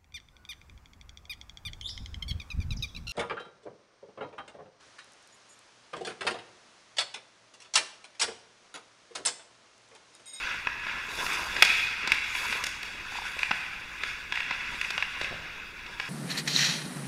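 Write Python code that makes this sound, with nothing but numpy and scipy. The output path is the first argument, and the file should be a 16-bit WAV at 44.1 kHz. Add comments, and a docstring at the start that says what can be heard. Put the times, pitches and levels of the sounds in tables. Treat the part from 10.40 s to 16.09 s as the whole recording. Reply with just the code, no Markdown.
"""Scramble round the net in an indoor ice rink

Blades scrape, carve and throw snow: filtered noise and chips whose power follows each skating stroke.
Sticks, puck and pads clack, one hard shot leading: clicks, fast-dying noise and a sine mode in five bands.
The padding adds dull thuds and flops, a skipping blade short notes, and a hard turn makes the steel ring.
Sparse echoes, dying at each frequency's own rate, ring on for two seconds over the drone of air handling.
All is heard behind the goal through a boxed-in, faintly hissing microphone: resonances, clipping, a low-pass.
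"""
import sys
import numpy as np
from scipy import signal
from scipy.fft import rfft, irfft
from scipy.io import wavfile
from scipy.ndimage import uniform_filter1d

SR = 44100
rng = np.random.default_rng(int(sys.argv[2]) if len(sys.argv) > 2 else 0)


def to_wav(s):
    """Save 16-bit WAV."""
    ch = np.atleast_2d(s).T  # columns
    pcm = np.round(np.clip(ch, -1, 1) * 32767)  # PCM
    wavfile.write(sys.argv[1], SR, pcm.astype(np.int16))


N = 250929
TIME = np.arange(N) / SR
GRID = np.fft.rfftfreq(4096, 1 / SR)  # frequencies of every filter design [Hz]

# Source levels hold ahead of the layer trims and the microphone's case; noise spectra are relative.

# Drone of the air handling and faint steady hiss of the microphone: (frequency [Hz], density [dB per Hz])
BACKGROUND_SPECTRUM = [(15, 0), (30, 2.5), (45, 1), (58, 3.5), (80, -4.5), (125, -4.5), (500, -15),
                       (1000, -26), (7000, -37), (16000, -33)]
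BACKGROUND_DB = -53.5

# Reverberation of the hall: (frequency [Hz], time to die by 60 dB [s])
HALL_T60 = [(100, 0.4), (500, 1.4), (1200, 1.7), (2500, 1.93), (5000, 1.22), (9000, 0.77), (15000, 0.46)]
# Initial balance of the echoes: (frequency [Hz], gain [dB])
HALL_COLOUR = [(100, -6), (600, -4), (1050, -2.5), (1600, 0), (2400, -0.5), (2850, -2), (3600, -1.5),
               (8000, 2.5), (15000, -5)]

# Flops of the goalkeeper's pads, loudest at half their length: (time [s], level [dB], length [s])
PAD_FLOPS = [(4.803, -53, 0.07), (4.906, -40, 0.023), (4.944, -51.5, 0.094)]
# Noise of a flop: (frequency [Hz], density [dB per Hz])
PAD_SPECTRUM = [(40, -3), (100, -1), (700, -15), (2000, -62)]

# Puck or stick dying in the padding: (time [s], level over 10 ms [dB])
THUDS = [(2.967, -45), (4.767, -49), (4.814, -38), (4.927, -39.5)]
# Padding's filter: (frequency [Hz], gain [dB])
THUD_COLOUR = [(50, 4), (200, -5.5), (560, 3), (820, -2), (1150, -16), (3000, -42)]
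THUD_SEND_DB = 2

# The other skaters, always moving: (scraping [dB], deep carving [dB], snow spray [dB])
FAR_SKATERS_DB = (-42.5, -50, -64)
# Strokes of a skate; groove and snow are relative to the scraping:
# (edge fully in [s], held [s], scraping [dB], groove [dB], snow [dB])
STROKES = [(0.0, 0.11, -32, -10, -24.5), (0.5, 0.098, -37, -10.5, -28), (0.8, 0.14, -33.5, -2.5, -13),
           (1.03, 0.23, -35, -5.5, -16.5), (1.329, 0.05, -34, -15, -15), (1.64, 0.099, -32, -12, -31),
           (1.97, 0.057, -36.5, -10.5, -11), (2.078, 0.079, -35, -4, -14.5), (2.731, 0.15, -37, -9, -18),
           (2.95, 0.27, -41, -16, -15.5), (3.655, 0.035, -36.5, -15, -20), (4.12, 0.083, -36, -14, -28),
           (4.34, .22, -38.5, -10, -17.5), (4.76, 0.073, -36.5, -21, -23.5), (5.66, .1, -44, -15, -12.5)]
BITE_S, RELEASE_S = 0.059, 0.075  # time in which a stroke's power grows or dies by a factor e
# Noise of the scraping edge: (frequency [Hz], density [dB per Hz])
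SCRAPE_SPECTRUM = [(530, -25), (900, -17.5), (1480, 2), (1840, -4), (2010, -0.5), (2580, 0.5), (3160, -8),
                   (3490, -9.5), (4150, -12), (5380, -19.5), (5810, -19.5), (12000, -58.5), (15600, -70),
                   (22000, -120)]
# Growl of the blade in its groove: (frequency [Hz], density [dB per Hz])
CARVE_SPECTRUM = [(40, -4), (110, -9.5), (220, -8.5), (430, -6), (660, -12), (800, -8), (1000, 0.5),
                  (1250, 0.5), (3000, -50)]
# Thrown snow: (frequency [Hz], density [dB per Hz])
SPRAY_SPECTRUM = [(1500, -43), (3600, 11.5), (4150, 3), (4700, 5.5), (5500, 1.5), (6500, 1.5), (8200, -5),
                  (9900, -5.5), (15500, -25)]
# The finest snow: (frequency [Hz], density [dB per Hz])
MIST_SPECTRUM = [(8200, -34), (10000, 0), (11500, 1), (15500, -9)]

# The steel blade rings in the hardest turn: (edge fully in [s], held [s], level [dB])
SINGING_TURN = (1.271, 0.16, -29.5)
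# Ringing of the steel: (frequency [Hz], density [dB per Hz])
STEEL_SPECTRUM = [(1500, -41.5), (2150, -13), (2400, -2), (2520, -1), (2750, -11), (3100, -16), (3500, -14),
                  (3900, -14), (6000, -45.5)]

# A stopping blade skips over the ice, hardest and highest in the middle; fade and sag are per skip from there
CHATTER_MIDDLE_S, SKIP_GAP_S = 2.785, 0.0328
CHATTER_DB, CHATTER_HZ, SKIP_FADE_DB, SKIP_SAG_HZ = -26.5, 910, -5, 27

# Blows of stick, puck or skate; weight lifts the thud, edge the tick, far blows send more to the hall:
# (time [s], level over 10 ms [dB], weight [dB], edge [dB], leading mode [Hz], hall send [dB])
BLOWS = [(0.271, -26.5, 9, -20, 2550, 1), (0.4667, -35.5, 12.5, -18, 1750, 8),
         (0.8643, -34, 4, 10, 2630, -14), (1.1655, -31, 8, -1.5, 2440, 6),
         (1.2221, -18.5, -23, -11, 2410, 2), (1.2238, -13, 0, 13, 2484, -3.5),
         (1.2306, -21.5, 4.5, -5, 2310, -3), (1.675, -31.5, 7, 13, 1020, -1.5),
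         (1.7194, -15.5, -16, 1.5, 2240, -0.5), (1.9516, -29, -5, -6, 2630, 7.5),
         (2.1264, -30, 3, 0, 2440, 3.5), (2.2391, -33.5, -1, 21, 2850, 0), (2.2658, -35, -5, 20, 1680, -5),
         (2.429, -39, -3, 15, 2550, 6.5), (2.9907, -32.5, -6, 7, 1950, 6),
         (3.0318, -21.5, -11, -6, 2394, 0), (3.11, -33, 21, -10.5, 1660, -1),
         (3.114, -26, 7, -16, 2720, -6), (3.6358, -28.5, 1.5, -3.5, 1700, -1),
         (3.9233, -29, 0.5, -2.5, 2220, 5.5), (3.956, -29.5, -12, -0.5, 2780, 6),
         (3.973, -27.5, -3, -18, 2100, -13), (4.0035, -28.5, -8.5, -6, 2390, -19),
         (4.1095, -29.5, 8.5, -9.5, 2070, -1), (4.4137, -27, -8, 2, 2220, 0),
         (4.4462, -31, -14, -8, 2250, -7), (4.5049, -32.5, 1.5, 9.5, 2490, -24),
         (4.5789, -27.5, 4, -6, 2800, 3), (4.6249, -25, -1.5, -10, 1700, -11),
         (4.8129, -34, 6.5, 5, 1630, 4.5), (4.845, -29, -20, -7, 2590, -9), (5.4626, -43, 4, -1, 2630, 2),
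         (5.599, -30, 3.5, -3.5, 1690, 2.5)]
# Limits of the thud, knock, clack, snap and tick bands: (frequency [Hz])
BLOW_EDGES_HZ = [120, 850, 1800, 4000, 7000, 15000]
# Those five bands: (level in a plain blow [dB], share of the weight [1], share of the edge [1])
BLOW_BANDS = [(-20, 1, 0.3), (-6, 0.48, 0.0056), (0, 0.1, 0.11), (-11.5, 0.44, 0.54), (-25.5, 0, 0.84)]
# First filter of a blow, ahead of its band levels: (frequency [Hz], gain [dB])
BLOW_COLOUR = [(60, -7), (200, 2), (600, -1.5), (1000, 0.5), (1600, 2), (2600, -3), (3200, -8.5),
               (4300, -12.5), (5500, -20), (7500, -27), (13000, -38), (16000, -68)]
RING_T60_S, LIGHT_RISE_S = 0.023, 0.002
# Blade or puck lands again, weaker and thinner
REBOUND_S, REBOUND_JITTER_S = 0.026, 0.0015
REBOUND_DB, REBOUND_WEIGHT_DB, REBOUND_EDGE_DB = -15, -1.5, 4

# Peaks and notches of the microphone's case: (frequency [Hz], full width at half the dB [Hz], gain [dB])
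CASE_MODES = [(1030, 145, 3), (1166, 230, -4), (1650, 120, 2.5), (1810, 89, -1.5), (2550, 126, 3.5),
              (2800, 210, 2.5), (3118, 370, -6.5), (3375, 245, 5.5), (3500, 170, 0), (3590, 65, -1),
              (4193, 386, -6), (4710, 110, 3), (5380, 170, 4.5)]
BAND_LIMIT_HZ = 15700


def gain_of(db):
    """Logarithmic level: decibels to amplitude."""
    return 10 ** (np.asarray(db) / 20)


def evened(x):
    """Normalization of power: scales to rms 1."""
    return x / np.sqrt(np.mean(x ** 2) + 1e-20)


def read(points, hz):
    """Log-frequency interpolation: joins the points of a spectrum table by lines."""
    f, value = np.transpose(points)
    return np.interp(np.log(hz + 1), np.log(f + 1), value)


def add(mix, s, sound):
    """Superposition: mixes a sound in at time s."""
    part = mix[max(round(s * SR), 0):][:len(sound)]
    part += sound[:len(part)]


def colour(x, db):
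    """Minimum phase: a causal filter with the given gain on GRID rings only after what strikes it."""
    log_gain = np.log(gain_of(np.maximum(db, -100)))
    circle = np.concatenate([log_gain, log_gain[-2:0:-1]])
    # the Hilbert transform of the log gain gives the phase
    taps = np.fft.ifft(np.exp(np.conj(signal.hilbert(circle)))).real
    return signal.oaconvolve(x, taps)[:len(x)]


def background():
    """Stationary broadband noise: the drone of the air handling and faint steady hiss of the microphone."""
    spectrum = rfft(rng.standard_normal(N))
    gain = gain_of(read(BACKGROUND_SPECTRUM, np.fft.rfftfreq(N, 1 / SR)))
    return gain_of(BACKGROUND_DB) * evened(irfft(spectrum * gain, N))


def hall(x, delay=0.012, early_db=4, early_s=0.057, lumpy_db=0.5):
    """Reverberation: sparse echoes of glass, boards and roof, each band dying at its own speed."""
    t = np.arange(2 * SR) / SR
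    echoes = (rng.random(len(t)) < 2500 / SR) * rng.choice([-1, 1], len(t)) * (t > delay)
    echoes = echoes * gain_of(lumpy_db * rng.standard_normal(len(t)) + early_db * np.exp(-t / early_s))
    hz, age, z = signal.stft(echoes, SR, nperseg=256)
    decay_db = -60 * age / read(HALL_T60, hz)[:, None]
    tail = signal.istft(z * gain_of(read(HALL_COLOUR, hz)[:, None] + decay_db))[1]
    # unit energy for an uncoloured tail dying by 60 dB in 2 s
    reference = np.linalg.norm(echoes * gain_of(-30 * t))
    return signal.fftconvolve(x, tail / reference)[:N]


def pads():
    """Displacement of air: soft padding lands with a dull push that swells and dies."""
    t, out = np.arange(SR // 2) / SR, np.zeros(N)
    for s, db, length in PAD_FLOPS:
        push = evened(colour(rng.standard_normal(len(t)), read(PAD_SPECTRUM, GRID)))
        age = 2 * t / length
        add(out, s, gain_of(db) * push * age * np.exp(1 - age))
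    return out


def thuds():
    """Damped impact: a single soft push, as the padding swallows the ring and the treble."""
    push = colour(signal.unit_impulse(4096), read(THUD_COLOUR, GRID))
    push = push / np.linalg.norm(push) * np.sqrt(SR / 100)  # rms 1 over 10 ms
    out = np.zeros(N)
    for s, db in THUDS:
        add(out, s, gain_of(db) * push)
    return out


def crunch(per_s, spread_db, share, patchy_db, surge_db=1.0):
    """Brittle fracture: chips of uneven size in a fine hiss; the edge bites in patches and surges."""
    sizes = gain_of(spread_db * np.minimum(rng.exponential(1, N), 4))
    chips = (rng.random(N) < per_s / SR) * rng.choice([-1, 1], N) * sizes
    share = np.clip(share, 0, 1)  # of the power that is chips
    x = np.sqrt(share) * evened(chips) + np.sqrt(1 - share) * rng.standard_normal(N)
    z = signal.stft(x, nperseg=512)[2]
    # patches vary over frequency and time, surges over time only
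    patches = uniform_filter1d(rng.standard_normal(z.shape), size=7, axis=0)
    patches = evened(uniform_filter1d(patches, size=5, axis=1))
    surges = evened(uniform_filter1d(rng.standard_normal(z.shape[1]), size=7))
    return evened(signal.istft(z * gain_of(patchy_db * patches + surge_db * surges))[1][:N])


def pressure(s, held):
    """Exponential growth and decay: a stroke's power, 0-1, as the edge bites, holds and lets go."""
    before = np.maximum(s - TIME, 0)
    after = np.maximum(TIME - s - held, 0)
    return np.exp(-before / BITE_S - after / RELEASE_S)


def stroke_levels():
    """Addition of powers: scraping, carving and spray in dB, all strokes over the far skaters."""
    power = gain_of(FAR_SKATERS_DB)[:, None] ** 2 * np.ones(N)
    for s, held, db, groove_db, snow_db in STROKES:
        peak_power = gain_of([db, db + groove_db, db + snow_db])[:, None] ** 2
        power = power + peak_power * pressure(s, held)
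    return 10 * np.log10(power)


def skates():
    """Friction and fracture: edges always scrape; near blades also growl in their groove and shave off snow."""
    scrape_db, carve_db, spray_db = stroke_levels()
    scraping = crunch(per_s=900, spread_db=1.5, share=0.27, patchy_db=1.83)
    scrape = evened(colour(scraping, read(SCRAPE_SPECTRUM, GRID)))
    carving = crunch(per_s=300, spread_db=2.0, share=0.33, patchy_db=3.5)
    carve = evened(colour(carving, read(CARVE_SPECTRUM, GRID)))
    snow = crunch(per_s=2100, spread_db=4.5, share=0.33, patchy_db=2.5)
    spray = evened(colour(snow, read(SPRAY_SPECTRUM, GRID)))
    mist = evened(colour(snow[::-1], read(MIST_SPECTRUM, GRID)))  # reversed, to differ from the spray
    mist_db = 2 * spray_db + 40.0  # rises twice as fast as the spray: only hard, near cuts throw it
    edges = scrape * gain_of(scrape_db - 2.5) + carve * gain_of(carve_db - 3.0)
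    return edges + spray * gain_of(spray_db + 5.5) + mist * gain_of(mist_db)


def singing_blade():
    """Driven resonance: chips of ice strike a hard-loaded blade and keep it ringing."""
    s, held, db = SINGING_TURN
    chips = crunch(per_s=400, spread_db=1.5, share=0.46, patchy_db=2.2)
    ring = evened(colour(chips, read(STEEL_SPECTRUM, GRID)))
    return gain_of(db) * ring * pressure(s, held)


def chatter(length=0.0072, count=5):
    """Intermittent contact: each skip of the blade is a short soft-edged note of a few cycles."""
    t, out = np.arange(0, length, 1 / SR), np.zeros(N)
    envelope = np.sin(np.pi * t / length) ** 2
    for k in np.arange(count) - count // 2:
        note = envelope * np.sin(2 * np.pi * (CHATTER_HZ - SKIP_SAG_HZ * abs(k)) * t)
        level = gain_of(CHATTER_DB + SKIP_FADE_DB * abs(k))
        add(out, CHATTER_MIDDLE_S + k * SKIP_GAP_S, level * note)
    return out


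def blow(levels_db, hz, t60, contact=5.8, firm_db=-28, tone=0.26):
    """Impact excitation: a contact click, a dense fast-dying ring and one leading mode, balanced by band."""
    t = np.arange(4096) / SR
    firmness = min(gain_of(levels_db.max() - firm_db), 1) ** 2  # light touches brush on, firm ones crack
    dying = gain_of(-60 * t / max(t60, 0.004))
    swell = 1 - np.exp(-t / (LIGHT_RISE_S * (1 - firmness) + 10 / SR))
    ring = rng.standard_normal(len(t)) * dying * swell
    click = contact * firmness * (t == 0)
    mode = tone * firmness * np.sin(2 * np.pi * hz * t) * dying * swell
    x = colour(ring + click, read(BLOW_COLOUR, GRID)) + mode
    edges = np.array(BLOW_EDGES_HZ)
    centres = np.sqrt(edges[1:] * edges[:-1])
    for _ in range(2):  # brings thud, knock, clack, snap and tick towards their levels
        energy = np.histogram(GRID, edges, weights=abs(rfft(x)) ** 2)[0] * 2 / len(t)
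        present_db = 10 * np.log10(energy / (SR / 100))  # over 10 ms
        x = colour(x, read(np.c_[centres, levels_db - present_db], GRID))
    return x


def blows():
    """Repeated impact: all blows and their rebounds, heard directly and as sent into the hall."""
    direct, sent = np.zeros(N), np.zeros(N)
    rebounds = []
    for s, db, weight_db, edge_db, hz, send_db in BLOWS:
        again_s = s + REBOUND_S + REBOUND_JITTER_S * rng.standard_normal()
        rebounds.append((again_s, db + REBOUND_DB, weight_db + REBOUND_WEIGHT_DB,
                         edge_db + REBOUND_EDGE_DB, hz, send_db))
    plain_db, by_weight, by_edge = np.transpose(BLOW_BANDS)
    for s, db, weight_db, edge_db, hz, send_db in BLOWS + rebounds:
        levels_db = db + plain_db + weight_db * by_weight + edge_db * by_edge
        sound = blow(levels_db, hz, RING_T60_S)
        add(direct, s, sound)
        add(sent, s, gain_of(send_db) * sound)
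    return direct, sent


def scene():
    """Superposition of direct and reverberant sound; the echoes swing steadily between two patterns."""
    direct, sent = blows()
    blades = skates() + singing_blade() + chatter()
    knocks = thuds()
    into_hall = gain_of(-1.5) * sent + gain_of(-10.0) * blades + gain_of(THUD_SEND_DB) * knocks
    swing = np.pi * TIME / 0.7  # the two patterns share a constant total power
    echoes = hall(into_hall * np.cos(swing)) + hall(into_hall * np.sin(swing))
    return (gain_of(0.24) * direct + blades + knocks + pads() + echoes + background())[None]


def record(dry):
    """Resonance, overload and band limit: the case colours all, peaks clip, then a low-pass."""
    case_db = sum(db / 2 ** ((2 * (GRID - hz) / width) ** 2) for hz, width, db in CASE_MODES)
    boxed = np.clip(colour(dry[0], case_db), -0.92, 0.92)
    low_pass = signal.firwin(401, BAND_LIMIT_HZ, window=("kaiser", 9), fs=SR)
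    return signal.oaconvolve(boxed, low_pass, "same")[None]


dry = scene()
out = record(dry)
to_wav(out)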